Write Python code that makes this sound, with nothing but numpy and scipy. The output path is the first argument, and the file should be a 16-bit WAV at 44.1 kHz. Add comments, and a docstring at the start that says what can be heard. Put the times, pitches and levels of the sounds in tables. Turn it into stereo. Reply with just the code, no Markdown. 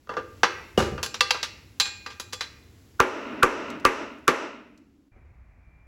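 """In a garage, a rusty front suspension is worked on. A wrench clinks on a nut, slips off and clatters down
over the steel, and hollow bodywork booms under a knock: each contact is decaying noise plus ringing modes,
weighted in bands. A steel hammer then hits the control arm four times; the recorder's limiter ducks the blows
and lets the room's tail rise again. Flakes of rust tick as short bursts of treble noise. Shaped noise is the
room tone; at about 5.1 s the background changes to a low steady hum, a sine with its own noise and a faint
whine."""
import sys
import numpy as np
from scipy import signal
from scipy.fft import rfft, irfft, next_fast_len
from scipy.io import wavfile
from scipy.ndimage import uniform_filter1d, minimum_filter1d

SR = 44100
rng = np.random.default_rng(int(sys.argv[2]) if len(sys.argv) > 2 else 0)


def dump_mix(stems):
    """Bounce the given channels to the path in sys.argv[1] as a 16-bit WAV at rate SR."""
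    frames = np.atleast_2d(stems).T  # one column per channel
    limited = np.clip(frames, -1, 1)  # hard clip at full scale
    pcm = np.round(limited * 32767).astype(np.int16)
    wavfile.write(sys.argv[1], SR, pcm)


N = 258864

# Limits of the bands in which a contact is weighted. Each entry: frequency in Hz.
BAND_EDGES_HZ = [25, 200, 700, 1500, 3200, 6000, 10000, 16000]
# Centres of the same bands. Each entry: frequency in Hz.
BAND_CENTRES_HZ = [110, 400, 1050, 2200, 4400, 7700, 12600]

# Room tone near the wrench. Each row: frequency in Hz, relative spectral density in dB per Hz.
NEAR_TONE_SPECTRUM = [(25, -22.5), (60, -3), (95, 0.5), (150, -12.5), (300, -9.5), (600, -23.5),
                      (1200, -25.5), (2500, -29.5), (5500, -32.5), (8000, -34), (12000, -36),
                      (16000, -37.5)]
# Hushed room tone during and after the hammering. Each row: frequency in Hz, relative density in dB per Hz.
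HUSHED_TONE_SPECTRUM = [(25, -16), (65, -2.5), (150, -18), (260, -1), (330, -3), (450, -17.5), (700, -22.5),
                        (2500, -36), (4000, -37), (16000, -46)]
# Steady tone beside the bare frame. Each row: frequency in Hz, relative density in dB per Hz.
FRAME_TONE_SPECTRUM = [(15, -41), (25, -14), (64, -6.5), (170, -24.5), (223, -27.5), (394, -36.5),
                       (439, -38), (545, -36.5), (677, -34), (887, -37.5), (962, -35), (1700, -38.5),
                       (2350, -36), (3080, -61), (16000, -84.5)]
# Course of the tone near the wrench. Each row: time in seconds, level in dB.
NEAR_TONE_LEVEL = [(0, -59), (.4, -49), (1.701, -52.5), (2.949, -53), (3.1, -56), (4.2, -61),
                   (4.599, -72.5)]
# Course of the hushed tone. Each row: time in seconds, level in dB.
HUSHED_TONE_LEVEL = [(3.0, -82.5), (3.301, -55), (5.081, -61.5), (5.102, -81.5)]
# Onset of the steady tone beside the frame. 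Each row: time in seconds, level in dB.
FRAME_TONE_LEVEL = [(5.1, -98.5), (5.122, -52.5)]
# Course of the faint whine beside the frame. Each row: time in seconds, level in dB.
WHINE_LEVEL = [(5.1, -120), (5.12, -72), (5.55, -89), (5.72, -66), (5.87, -68)]

# The wrench touches steel; a small part radiates little bass, a soft contact little treble.
# Each row: start in seconds, level in dB, bass corner in Hz, treble corner in Hz, clatter t60 in seconds,
# chassis ring in dB and wrench ring in dB, both against the clatter.
WRENCH_CONTACTS = [(0.071, -51.5, 693, 1000, 0.034, -10.5, -23.5), (0.092, -29, 685, 890, 0.3, 4.5, -15.5),
                   (0.138, -43, 710, 1710, 0.052, -17.5, -16), (0.167, -24.5, 680, 790, 0.15, -3.5, -17),
                   (0.4321, -11, 1900, 1470, 0.093, -11.5, -29), (0.801, -23.5, 150, 1500, 0.1, -17, -20.5),
                   (0.823, -32.5, 100, 3000, 0.37, -15, 0.5), (0.978, -32, 700, 1170, 0.13, -4, -26.5),
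                   (1.029, -25.5, 600, 12000, 0.13, -6, -10.5),
                   (1.061, -34.5, 380, 15000, 0.03, -16, -12.5), (1.142, -31, 770, 5000, 0.096, -18, -18.5),
                   (1.2073, -15, 4450, 2500, 0.049, -5.5, -23),
                   (1.3068, -17.5, 2770, 3400, 0.039, -7.5, -14.5),
                   (1.345, -29, 3000, 1100, 0.12, -8.5, -18), (1.429, -25.5, 2000, 4800, 0.12, -10, -29),
                   (1.799, -17, 5400, 4740, 0.08, -9, -4), (1.855, -33, 3400, 3200, 0.18, -11.5, -30),
                   (2.062, -33.5, 1735, 2300, 0.1, -7.5, -3.5), (2.103, -42, 2900, 2600, 0.21, -10, -15.5),
                   (2.198, -33, 520, 14200, 0.082, -12, -11.5), (2.325, -42, 900, 6100, 0.078, -17.5, -15),
                   (2.33, -31.5, 400, 9100, 0.085, -7.5, -8.5), (2.408, -27, 2820, 3200, 0.12, -17, -11.5)]
# Spectrum shared by the wrench contacts. Each row: band centre in Hz, relative band level in dB.
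WRENCH_SPECTRUM = [(110, -14.5), (400, -6.5), (1050, -2), (2200, -3.5), (4400, 1), (7700, -2),
                   (12600, -4.5)]
# Modes of the suspension and frame. Each row: frequency in Hz, relative level in dB, t60 in seconds.
CHASSIS_MODES = [(444.5, -7, 0.32), (501.5, -5, 0.19), (806, -24, 0.36), (986, -13.5, 0.18),
                 (1190, -7.5, 0.17), (1280, -13.5, 0.032), (1587, -18.5, 0.52), (2010, -16.5, 0.16),
                 (2790, -21, 0.21), (2717, -6.5, 0.1), (2695, -1, 0.075), (3410, -20.5, 0.31),
                 (3156, -24.5, 0.28), (4440, -13, 0.12), (4300, -24, 0.25), (4850, -24, 0.13),
                 (4660, -17.5, 0.096), (4640, -27.5, 0.27), (5070, -27.5, 0.066), (6770, -25.5, 0.16),
                 (10700, -24.5, 0.1)]
# Modes of the wrench. Each row: frequency in Hz, relative level in dB, t60 in seconds.
WRENCH_MODES = [(834, -22.5, 0.54), (1078, -13.5, .14), (1600, -15.5, 0.41), (2046, -31.5, .3),
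                (2460, -13, 0.55), (2540, -23.5, .15), (2670, -20, .17), (3000, -31, 0.26),
                (4110, -19, 0.091), (4000, -9.5, 0.13), (3880, -21.5, .23), (4260, -29.5, 0.32),
                (4880, -19.5, 0.24), (4840, -23, 0.14), (7360, -15, 0.28), (7100, -29, 0.65),
                (7407, -30, 0.5), (8200, -18, 0.071), (11140, -22, 0.12), (14600, -26, 0.19)]
# Colour of the clatter of rusty steel. Each row: frequency in Hz, relative level in dB.
STEEL_COLOUR = [(60, -1.5), (250, 2), (420, 6), (530, 7.5), (700, -8.5), (950, 1), (1250, -1), (1700, 3.5),
                (2100, 6), (2600, 1.5), (3300, -5.5), (5000, -8.5), (8000, -10), (15000, -27)]

# Dull knocks on hollow steel. Each row: start in seconds, level in dB, brightness in dB per octave.
THUMPS = [(0.776, -22.5, 1), (0.917, -51.5, -6.5), (5.162, -71, -4), (5.245, -76, -1)]
# Spectrum shared by the knocks. Each row: band centre in Hz, relative band level in dB.
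THUMP_SPECTRUM = [(110, -0.5), (400, 8), (1050, 2), (2200, -6), (4400, -9.5), (7700, -16.5), (12600, -24.5)]
# Modes of the hollow bodywork. Each row: frequency in Hz, relative level in dB, t60 in seconds.
PANEL_MODES = [(61.88, -10, .4), (82, -8.5, 0.74), (110.4, -13.5, 1), (137.2, -8.5, 0.35), (189, -3, 0.082),
               (221, -7, 0.26), (355.7, -0.5, 0.073), (377, -8, .22), (477.7, -6.5, 0.074),
               (557, 1.5, 0.028), (755, -1.5, 0.17), (806.4, -16, 0.51), (1060, -12, .2),
               (1282, -15.5, 0.35), (1190, -10, 0.29), (2880, 1.5, 0.11)]

# Decay of the garage. Each row: frequency in Hz, t60 in seconds.
GARAGE_T60 = [(100, 4.5), (350, 0.7252), (1000, 0.5959), (2500, 0.7358), (5000, 0.55), (8000, 0.42),
              (14000, 0.09)]
# Colour of the garage's tail. Each row: frequency in Hz, relative level in dB.
GARAGE_COLOUR = [(100, -39.5), (230, -21.5), (340, -4), (420, -12.5), (500, -8), (640, -15.5), (850, -16.5),
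                 (1150, -11.5), (1600, -13.5), (2400, -10), (3400, -17), (5000, -12.5), (8000, -14.5),
                 (14000, -18)]

# Hammer blows. Each row: start in seconds, level before the limiter in dB, brightness in dB per octave,
# level of a short lead-in tone in dB.
HAMMER_BLOWS = [(3.002, 15, -0.83, -2), (3.431, 7.5, -0.55, 2), (3.8513, -1.5, -0.15, -9.5),
                (4.279, -2, 0, -18)]
# Spectrum shared by the blows. Each row: band centre in Hz, relative band level in dB.
HAMMER_SPECTRUM = [(110, -19), (400, -6.5), (1050, 0.5), (2200, -6.5), (4400, -13), (7700, -16),
                   (12600, -20)]
# Modes of the control arm. Each row: frequency in Hz, relative level in dB, t60 in seconds.
ARM_MODES = [(80.86, -17, 0.026), (152.6, -15.5, 0.034), (258.2, -12.5, .2), (284.3, -26.5, 0.72),
             (372, -6.5, 0.22), (454, -13.5, 0.27), (487, -5, 0.09), (649, -19.5, 0.16), (821, -17.5, 0.31),
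             (1098, 3, .025), (1176, 7, 0.071), (1362, 2, 0.052), (1450, 1.5, 0.024), (1624, -2.5, 0.07),
             (1772, 0, .025), (2430, -0.5, 0.04), (2630, -4, 0.057), (4676, -27.5, 0.021),
             (6660, -23.5, .025)]

# Rust flakes landing. Each row: start in seconds, level in dB before the bass is removed.
FLAKES = [(3.702, -32), (3.799, -41), (4.185, -51.5), (4.776, -49)]

# Likeness of left and right in diffuse sound. Each row: frequency in Hz, correlation from 0 to 1.
LIKENESS = [(60, 0.98), (250, .8), (600, 0.4), (1200, 0), (2500, 0.8), (5000, 0.91), (15000, 1)]
# Phase of the left microphone port against the right one. Each row: frequency in Hz, phase in radians.
PORT_PHASE = [(0, 0), (1400, 0), (2500, .45), (4200, .22), (7200, -.15), (9050, -3.14), (11200, -6.28),
              (13300, -9.42), (15300, -12.57)]

CUTOFF_HZ = 16500
WRENCH_LEFT_DB = 1  # left channel above right
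RING_TIME = np.arange(int(0.7 * SR)) / SR  # seconds
ATTACK_SIZE = int(0.025 * SR)  # samples


def from_db(db):
    """Amplitude ratio: 20 dB is a factor of ten."""
    return 10 ** (np.asarray(db) / 20)


def rms(x):
    """Root mean square, the effective amplitude."""
    return np.sqrt(np.mean(x ** 2) + 1e-20)


def at_hz(points, hz):
    """Linear interpolation of a table over the logarithm of frequency."""
    table_hz, values = np.transpose(points)
    return np.interp(np.log(hz + 1e-6), np.log(table_hz), values)


def in_time(rows):
    """Linear interpolation of a table over time."""
    return np.interp(np.arange(N) / SR, *np.transpose(rows))


def decay(t, t60):
    """Exponential damping: the amplitude falls by 60 dB in t60 seconds."""
    return np.exp(-np.log(1000) * t / max(t60, 1e-3))


def band(x, low, high):
    """Band-pass filtering between two frequencies in Hz."""
    sos = signal.butter(3, [low, min(high, 0.49 * SR)], "band", fs=SR, output="sos")
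    return signal.sosfilt(sos, x)


def add(out, s, sound):
    """Superposition: a stereo sound is summed in from time s."""
    start = max(round(s * SR), 0)
    out[:, start:start + sound.shape[1]] += sound[:, :N - start]


def diffuse(size, spectrum=None):
    """Diffuse field: noise of rms 1 whose two channels correlate by a frequency-dependent amount."""
    padded = next_fast_len(size)
    hz = np.fft.rfftfreq(padded, 1 / SR)
    mid, side = rfft(rng.standard_normal((2, padded)))
    alike = np.clip(at_hz(LIKENESS, hz), 0, 1)
    pair = np.sqrt(1 + alike) * mid + np.sqrt(1 - alike) * side * [[1], [-1]]
    if spectrum is not None:
        pair = pair * from_db(at_hz(spectrum, hz))
    noise = irfft(pair, padded)[:, :size]
    return noise / rms(noise)


def room_tone(hum_hz, hum_db, whine_hz):
    """Stationary noise: rumble and hiss of the workshop; from about 5.1 s also a low hum and a whine."""
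    t = np.arange(N) / SR
    tones = [
        (NEAR_TONE_SPECTRUM, NEAR_TONE_LEVEL),
        (HUSHED_TONE_SPECTRUM, HUSHED_TONE_LEVEL),
        (FRAME_TONE_SPECTRUM, FRAME_TONE_LEVEL),
    ]
    noise = sum(diffuse(N, spectrum) * from_db(in_time(level)) for spectrum, level in tones)
    hum = from_db(hum_db + in_time(FRAME_TONE_LEVEL)) * np.sin(2 * np.pi * hum_hz * t)
    whine = from_db(in_time(WHINE_LEVEL)) * np.sin(2 * np.pi * whine_hz * t)
    return noise + hum + whine


def ring(modes, spread_db):
    """Modal excitation: each blow lands elsewhere and gives the damped modes new strengths and signs."""
    out = np.zeros((2, len(RING_TIME)))
    for hz, level_db, t60 in modes:
        strength = from_db(level_db + spread_db * rng.standard_normal()) * rng.choice([-1, 1])
        unlikeness = np.clip(1 - at_hz(LIKENESS, hz), 0, 1)
        skew = rng.standard_normal() * np.sqrt(unlikeness) / 2  # radians, opposite in the two channels
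        phase = 2 * np.pi * hz * RING_TIME + [[skew], [-skew]]
        out += strength * decay(RING_TIME, t60) * np.sin(phase)
    return out


def clatter(t60):
    """High modal density: decaying noise stands for countless modes of bolted steel and nearby echoes."""
    return diffuse(len(RING_TIME), STEEL_COLOUR) * decay(RING_TIME, t60)


def coloured(blow, band_dbs):
    """Contact spectrum: hardness and place of a contact set the rms of its first 25 ms in each band."""
    out = 0
    for low, high, level_db in zip(BAND_EDGES_HZ, BAND_EDGES_HZ[1:], band_dbs):
        part = band(blow + 1e-12, low, high)
        out = out + part * from_db(level_db) / rms(part[:, :ATTACK_SIZE])
    return out


def between_corners(level_db, bass_hz, treble_hz):
    """Radiation and contact limits: band levels fall 6 dB an octave below the bass corner, 12 above the treble."""
    hz = np.array(BAND_CENTRES_HZ)
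    gains = from_db(at_hz(WRENCH_SPECTRUM, hz))
    gains = gains / np.hypot(1, bass_hz / hz) / np.hypot(1, (hz / treble_hz) ** 2)
    # the powers of all bands sum to the contact's level
    return level_db + 20 * np.log10(gains / np.linalg.norm(gains))


def wrench(crack_db, crack_t60, rise_s):
    """Coupled bodies: every contact cracks and clatters, and sets both chassis and wrench ringing."""
    out = np.zeros((2, N))
    for s, level_db, bass_hz, treble_hz, t60, chassis_db, wrench_db in WRENCH_CONTACTS:
        blow = clatter(t60) + from_db(crack_db) * clatter(crack_t60)
        blow += from_db(chassis_db) * ring(CHASSIS_MODES, spread_db=4.5)
        blow += from_db(wrench_db) * ring(WRENCH_MODES, spread_db=4.0)
        blow *= 1 - np.exp(-RING_TIME / rise_s)
        add(out, s, coloured(blow, between_corners(level_db, bass_hz, treble_hz)))
    return out * from_db([[WRENCH_LEFT_DB / 2], [-WRENCH_LEFT_DB / 2]])


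def garage(x, wet_db, build_s):
    """Reverberation: a diffuse tail builds up briefly and dies at its own pace in each band."""
    t = np.arange(SR) / SR
    noise, response = diffuse(len(t)), 0
    edges = np.geomspace(50, 17000, 17)
    for low, high in zip(edges, edges[1:]):
        hz = np.sqrt(low * high)
        shape = decay(t, at_hz(GARAGE_T60, hz)) * (1 - np.exp(-t / build_s))
        shape = shape / np.sqrt(np.sum(shape ** 2))
        response = response + band(noise, low, high) * shape * from_db(at_hz(GARAGE_COLOUR, hz))
    mono = x.mean(0)[None]
    return from_db(wet_db) * signal.fftconvolve(mono, response, axes=1)[:, :N]


def limiter(x, ceiling_db, release_db_per_s):
    """Gain control: the gain drops just ahead of a peak; a slow return holds the dying tail level for a while."""
    power = uniform_filter1d(np.mean(x ** 2, axis=0), size=176)  # 4 ms
    over_db = np.maximum(10 * np.log10(np.maximum(power, 1e-12)) - ceiling_db, 0)
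    # a running maximum on a rising ramp makes the cut recede at the release rate
    ramp = release_db_per_s * np.arange(N) / SR
    cut_db = np.maximum.accumulate(over_db + ramp) - ramp
    early_gain_db = minimum_filter1d(-cut_db, size=400)
    return x * from_db(uniform_filter1d(early_gain_db, size=120))


def tilted(spectrum, level_db, db_per_octave):
    """Spectral slope: the shared band levels tip about 1 kHz, a harder contact more towards the treble."""
    hz = np.array(BAND_CENTRES_HZ)
    octaves = np.log2(hz / 1000)
    return level_db + at_hz(spectrum, hz) + db_per_octave * octaves


def thump(clatter_t60, ring_db):
    """Panel resonance: hollow sheet metal booms under a dull knock."""
    out = np.zeros((2, N))
    for s, level_db, brightness in THUMPS:
        knock = clatter(clatter_t60) + from_db(ring_db) * ring(PANEL_MODES, spread_db=1.5)
        add(out, s, coloured(knock, tilted(THUMP_SPECTRUM, level_db, brightness)))
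    return out


def lead_in(hz, ahead_s, width_s, left_db):
    """Windowed sine: a very short tone, mostly on the right, peaks just ahead of each blow."""
    t, envelope = np.arange(N) / SR, np.zeros(N)
    for s, _, _, lead_db in HAMMER_BLOWS:
        envelope += from_db(lead_db) * np.exp(-np.minimum(abs(t - s + ahead_s) / width_s, 20))
    return envelope * np.sin(2 * np.pi * hz * t) * from_db([[left_db], [0]])


def hammer(crack_db, crack_t60, crack_low_hz, clatter_t60, ring_db,
           rattle_db, rattle_t60, rattle_top_hz, wet_db):
    """Impact of hard bodies: a very short crack, a clang, the rattle of bolted parts, and the room's tail."""
    direct, radiated = np.zeros((2, N)), np.zeros((2, N))
    pulse = np.tile(signal.unit_impulse(len(RING_TIME)), (2, 1))
    for s, level_db, brightness, _ in HAMMER_BLOWS:
        band_dbs = tilted(HAMMER_SPECTRUM, level_db, brightness)
        crack = from_db(crack_db) * band(clatter(crack_t60), crack_low_hz, CUTOFF_HZ)
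        clang = clatter(clatter_t60) + from_db(ring_db) * ring(ARM_MODES, spread_db=2.0)
        rattle = from_db(rattle_db) * band(clatter(rattle_t60), 280, rattle_top_hz)
        add(direct, s, coloured(crack + clang + rattle, band_dbs))
        # summed over all directions, the peaks and dips of the whole chassis even out
        add(radiated, s, coloured(pulse, band_dbs))
    return direct + garage(radiated, wet_db, build_s=0.0014)


def flakes(t60, low_hz):
    """Impact of light bodies: bits of rust shaken loose land with thin ticks, free of bass."""
    out = np.zeros((2, N))
    for s, level_db in FLAKES:
        add(out, s, from_db(level_db) * band(clatter(t60) + 1e-12, low_hz, CUTOFF_HZ))
    return out


def scene():
    """Superposition of room tone, the limited small contacts in the garage, and the limited blows."""
    tone = room_tone(hum_hz=57.3, hum_db=-1.0, whine_hz=2370)
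    small = wrench(crack_db=1.5, crack_t60=0.023, rise_s=0.00028)
    small += thump(clatter_t60=0.33, ring_db=-1.0)
    small += flakes(t60=0.04, low_hz=3700)
    small_in_room = small + garage(small, wet_db=3.0, build_s=0.0027)
    loosening = limiter(small_in_room, ceiling_db=-8.0, release_db_per_s=297.5)
    blows = hammer(crack_db=18.5, crack_t60=0.0023, crack_low_hz=3200, clatter_t60=0.088, ring_db=-0.5,
                   rattle_db=-0.5, rattle_t60=0.21, rattle_top_hz=2670, wet_db=-1.0)
    hammering = limiter(blows, ceiling_db=-7.5, release_db_per_s=73)
    hammering += lead_in(hz=1420, ahead_s=0.0028, width_s=0.0013, left_db=-20)
    return loosening + hammering + tone


def record(dry):
    """Two-port reception: the microphone ports part in phase in the treble; peaks clip; the top is cut."""
    spectrum = rfft(dry)
    hz = np.fft.rfftfreq(N, 1 / SR)
    spectrum[0] *= np.exp(1j * np.interp(hz, *np.transpose(PORT_PHASE)))
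    clipped = np.clip(irfft(spectrum, N), -1, 1)
    low_pass = signal.ellip(10, 0.2, 80, CUTOFF_HZ, fs=SR, output="sos")
    return signal.sosfilt(low_pass, clipped)


dry = scene()
out = record(dry)
dump_mix(out)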